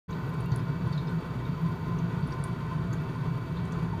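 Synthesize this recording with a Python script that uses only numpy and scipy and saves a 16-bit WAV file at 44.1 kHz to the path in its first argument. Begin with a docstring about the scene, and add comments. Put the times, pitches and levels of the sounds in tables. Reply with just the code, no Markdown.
"""Small ticks and watery blips sound over a low drone, a rush of air and a thin whine.
A pulsed high-voltage rig sparks inside a tube of water in a laboratory: each discharge is a brief
burst of noise, and bubbles ring and excite the modes of the tube. Now and then something is bumped.
Behind them the power supply whines, and turbulence from the ventilation and the cooling fans
is coloured by the resonances of ducts and cabinet."""
import sys
import numpy as np
from scipy import signal
from scipy.fft import rfft, irfft
from scipy.io import wavfile

SR = 44100
rng = np.random.default_rng(int(sys.argv[2]) if len(sys.argv) > 2 else 0)


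def wrap_up_sound(samples):
    """Save the sound to the file named by the first command line argument, as 16-bit audio."""
    columns = np.atleast_2d(samples).T
    # keep every value between -1 and 1, then stretch to whole-number steps
    tamed = np.clip(columns, -1, 1)
    steps = np.round(tamed * 32767).astype(np.int16)
    wavfile.write(sys.argv[1], SR, steps)


N = 176400


def tick(hz, width, t60):
    """Impulsive excitation: a discharge gives a wide crack, a narrow ring and a reverberant tail."""
    t = np.arange(SR // 4) / SR
    sputter_db, sputter_step_s = 9, .0012
    tail_db, room_t60_s = -19, .2
    crack_db, crack_t60_s, crack_span = -4, .022, 2.7   # span: frequency ratio either side of hz
    knots = np.arange(0, t[-1] + sputter_step_s, sputter_step_s)
    jitter = np.interp(t, knots, rng.uniform(-.88, 1, len(knots)))
    sputter = rms_one(from_db(sputter_db * jitter))
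    tail = sputter * from_db(tail_db - 60 * t / room_t60_s)
    burst = rng.standard_normal(len(t)) * (from_db(-60 * t / t60) + tail)
    ring = band(burst, hz - width / 2, hz + width / 2) * np.sqrt(SR / 2 / width)
    crack = rng.standard_normal(len(t)) * sputter * from_db(crack_db - 60 * t / crack_t60_s)
    return ring + band(crack, hz / crack_span, min(hz * crack_span, 13000))


# The distinct discharges, and the sharp snaps that open the bubbles at .925 and .977 s. Each row: start in
# seconds, # level in dB, centre frequency in Hz, bandwidth in Hz, time to decay by 60 dB (t60) in seconds.
SPARKS = [(0.107, -60, 6380, 926, 0.085), (.293, -57.5, 11800, 3000, .025), (.340, -62, 8700, 2000, .03),
          (.405, -55.5, 9600, 1400, .035), (.459, -55, 13000, 7000, 0.021), (.517, -55.5, 6160, 700, 0.036),
          (0.56, -44, 10150, 1100, 0.017), (.877, -63, 9700, 2000, .02), (.925, -60, 8500, 3000, .02),
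          (.977, -62, 6800, 1200, .03), (1.091, -65.5, 8200, 700, .06), (1.208, -68, 8500, 1000, 0.023),
          (1.687, -65, 11000, 2000, .025), (1.986, -52, 6230, 750, 0.031), (2.207, -63, 8800, 1000, .02),
          (2.272, -57, 10400, 1000, .03), (2.321, -56, 5700, 500, .05), (2.4389, -41, 9500, 2200, 0.023),
          (2.470, -62, 9770, 1500, .035), (2.929, -46.5, 6660, 950, 0.036), (2.935, -58, 11000, 4000, .03),
          (3.023, -63, 14000, 2000, .02), (3.653, -57, 8000, 4000, .02), (3.721, -53.5, 6750, 1800, .045)]

def discharges():
    """Superposed transients: distinct sparks stand out from a faint crackle of randomly timed ones."""
    out = np.zeros(N)
    for start, db, hz, width, t60 in SPARKS:
        add(out, start, from_db(db) * tick(hz, width, t60))
    crackle_per_s, crackle_db, spread_db = 18, -66.5, 3.5
    low_hz, high_hz = 7000, 12200
    for when, pitch, size in rng.random((int(crackle_per_s * N / SR), 3)):
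        hz = low_hz + pitch * (high_hz - low_hz)
        db = crackle_db + spread_db * (2 * size - 1)
        add(out, when * N / SR, from_db(db) * tick(hz, width=1500, t60=.01))
    return out


# Modes of the water-filled tube. Each row: frequency in Hz, relative level in dB, t60 in seconds.
TUBE_MODES = [(3670, -5, 0.098), (3935, -9.5, 0.059), (4200, -13, 0.23), (5150, -26, .07)]

def blip(hz, t60):
    """Free vibration: a bubble rings at one pitch, excites the tube's modes and leaves a soft wash."""
    t = np.arange(SR // 4) / SR
    attack_s, mode_spread_db = .002, 2
    wash_db, wash_width_hz, wash_t60_s = -11.5, 1100, .19
    bubble = np.sqrt(2) * from_db(-60 * t / t60) * np.sin(2 * np.pi * hz * t)
    tube = np.zeros(len(t))
    for mode_hz, db, mode_t60 in TUBE_MODES:
        mode_db = db + mode_spread_db * rng.standard_normal()
        tube += from_db(mode_db - 60 * t / mode_t60) * np.sin(2 * np.pi * mode_hz * t)
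    noise = band(rng.standard_normal(len(t)), hz - wash_width_hz / 2, hz + wash_width_hz / 2)
    wash = rms_one(noise) * from_db(wash_db - 60 * t / wash_t60_s)
    return (bubble + tube + wash) * (1 - np.exp(-t / attack_s))


# Bubbles in the tube. Each row: start in seconds, level in dB, pitch in Hz, t60 in seconds.
BUBBLES = [(.125, -49.5, 3880, .06), (0.459, -53, 2760, 0.17), (.517, -45, 4560, 0.055),
           (.590, -56, 4990, 0.065), (.926, -42, 4540, .045), (.976, -40.5, 3890, .06),
           (1.070, -51, 5050, .045), (1.080, -49, 3600, 0.054), (1.451, -50.5, 3720, 0.081),
           (2.225, -53, 4580, 0.084), (2.320, -49, 4665, 0.071), (3.567, -47.5, 3510, 0.049)]

def water():
    """Bubble resonance: each bubble sounds a short blip at its own natural frequency."""
    out = np.zeros(N)
    for start, db, hz, t60 in BUBBLES:
        add(out, start, from_db(db) * blip(hz, t60))
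    return out


# Soft impacts. Each row: start in seconds, level in dB, frequency in Hz, t60 in seconds.
IMPACTS = [(.517, -17, 119.7, 0.24), (.585, -24, 126, .06), (2.93, -42.5, 1564, 0.16),
           (3.933, -23, 910, 0.046)]

def bumps():
    """Damped oscillation: each soft bump excites a single mode that decays exponentially."""
    out = np.zeros(N)
    t = np.arange(SR // 2) / SR
    attack = 1 - np.exp(-t / .0035)
    for start, db, hz, t60 in IMPACTS:
        add(out, start, from_db(db - 60 * t / t60) * attack * np.sin(2 * np.pi * hz * t))
    return out


# Steady partials of the supply's whine. Each row: harmonic number, level in dB.
STEADY_HARMONICS = [(1, -62.5), (2, -71.8), (3, -86), (5, -86)]
# The fourth harmonic slowly grows and the sixth fades. Each row: time in seconds, level in dB.
FOURTH_HARMONIC = [(.1, -92), (2.0, -89), (2.7, -82), (4.0, -83)]
SIXTH_HARMONIC = [(.1, -74), (.7, -76), (1.8, -75), (2.25, -79), (3.1, -78.5), (3.45, -76.5), (3.75, -81),
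                  (4.0, -80.5)]

def power_supply():
    """Harmonic series: the whine's partials share one fundamental, and each flutters in level."""
    t = np.arange(N) / SR
    fundamental_hz, wander_hz, flutter_db = 2283.4, .5, 1.1
    phase = 2 * np.pi * np.cumsum(fundamental_hz + wander_hz * drift(rate=1.83)) / SR
    fourth_db = np.interp(t, *np.transpose(FOURTH_HARMONIC))
    sixth_db = np.interp(t, *np.transpose(SIXTH_HARMONIC))
    out = np.zeros(N)
    for harmonic, db in [*STEADY_HARMONICS, (4, fourth_db), (6, sixth_db)]:
        amplitude = np.sqrt(2) * from_db(db + flutter_db * drift(rate=6))
        out += amplitude * np.sin(harmonic * phase)
    return out


# Resonances of the ducts and cabinet. Each row: centre frequency in Hz, bandwidth in Hz, lift in dB.
ENCLOSURE_MODES = [(65, 8, 8), (167, 5, 4), (245, 12, 7), (378, 40, 5), (433, 13, 6.5), (485, 14, 6.5),
                   (664, 20, 9.5), (755, 16, 9), (871, 14, 12.5), (922, 8, 19), (958, 18, 4),
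                   (1029, 27, 16.5), (1158, 16, 7), (1260, 16, 6), (1433, 36, 7.5), (1510, 18, 9.5),
                   (1792, 14, 9), (1950, 36, 9), (2625, 90, 7), (3175, 40, 7), (3412, 50, 7), (3640, 80, 5),
                   (3930, 40, 6), (4538, 44, 10.5), (4622, 60, 6)]

def airflow(spectrum):
    """Source and filter: turbulent noise of a given spectrum is lifted at each enclosure resonance."""
    hz = np.arange(N // 2 + 1) * SR / N + 1e-3
    knot_hz, knot_db = np.transpose(spectrum)
    db = np.interp(np.log(hz), np.log(knot_hz), knot_db)
    octaves_above_top = np.log2(np.maximum(hz / knot_hz[-1], 1))
    gain = from_db(db - 24 * octaves_above_top)
    for centre, width, lift_db in ENCLOSURE_MODES:
        detuning = 2 * (hz - centre) / width
        gain *= 1 + (from_db(lift_db) - 1) / (1 + detuning ** 2)
    return irfft(rfft(rng.standard_normal(N)) * gain, N) * np.sqrt(SR / 2)


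# The ventilation's spectrum before resonance. Each row: frequency in Hz, level in dB in a 1 Hz band.
VENTILATION_SPECTRUM = [(15, -91), (30, -97), (45, -67), (78, -66), (100, -57), (122, -51.5), (160, -50),
                        (186, -55.5), (198, -81.5), (260, -79.5)]

def ventilation(swing_db=1.1):
    """Low-frequency turbulence: a drone made lumpy by random amplitude modulation."""
    return airflow(VENTILATION_SPECTRUM) * from_db(swing_db * drift(rate=7))


# The fans' spectrum before resonance. Each row: frequency in Hz, level in dB in a 1 Hz band.
FAN_SPECTRUM = [(25, -75.5), (100, -72), (220, -67), (400, -71.5), (500, -77.5), (600, -79), (810, -84.5),
                (1100, -79), (1500, -81), (1680, -86.5), (2300, -91), (3700, -95.5), (4600, -99),
                (5300, -104), (6700, -104), (8200, -111), (10000, -110), (11500, -113), (15000, -116)]

def cooling_fans(swing_db=.9):
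    """Broadband turbulence: a steady rush through the ringing cabinet, with a slight flutter."""
    return airflow(FAN_SPECTRUM) * from_db(swing_db * drift(rate=19))


def drift(rate):
    """Low-pass noise: a random fluctuation of unit power, with its corner at `rate` Hz."""
    step, settle = 40, 2000   # audio samples per point; points dropped while the filter settles
    pole = np.exp(-2 * np.pi * rate * step / SR)
    noise = rng.standard_normal(N // step + settle + 2)
    slow = signal.lfilter([1], [1, -2 * pole, pole * pole], noise)[settle:]
    return np.interp(np.arange(N) / step, np.arange(len(slow)), rms_one(slow))


def band(x, low, high):
    """Band-pass filtering between two edges in Hz."""
    edges = np.clip([low, high], 20, .45 * SR)
    return signal.sosfilt(signal.butter(2, edges, "band", fs=SR, output="sos"), x)


def from_db(db):
    """The amplitude ratio of a level in decibels."""
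    return 10 ** (np.asarray(db) / 20)


def rms_one(x):
    """Normalisation to unit power."""
    return x / np.sqrt(np.mean(x ** 2) + 1e-20)


def add(out, start, sound):
    """Superposition of a sound from a start time in seconds."""
    i = int(start * SR)
    out[i:i + len(sound)] += sound[:max(N - i, 0)]


def scene():
    """Linear superposition: the pressures of all sources sum at one microphone."""
    return (discharges() + water() + bumps() + power_supply() + ventilation() + cooling_fans())[None]


def record(dry):
    """Band limiting: the sound fades in quickly, and a steep low-pass removes the highest treble."""
    start_s, fade_s, cutoff_hz = .08, .019, 15300
    fade = np.clip((np.arange(N) / SR - start_s) / fade_s, 0, 1)
    low_pass = signal.ellip(12, .1, 80, cutoff_hz, fs=SR, output="sos")
    return signal.sosfilt(low_pass, dry * fade)


dry = scene()
out = record(dry)
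wrap_up_sound(out)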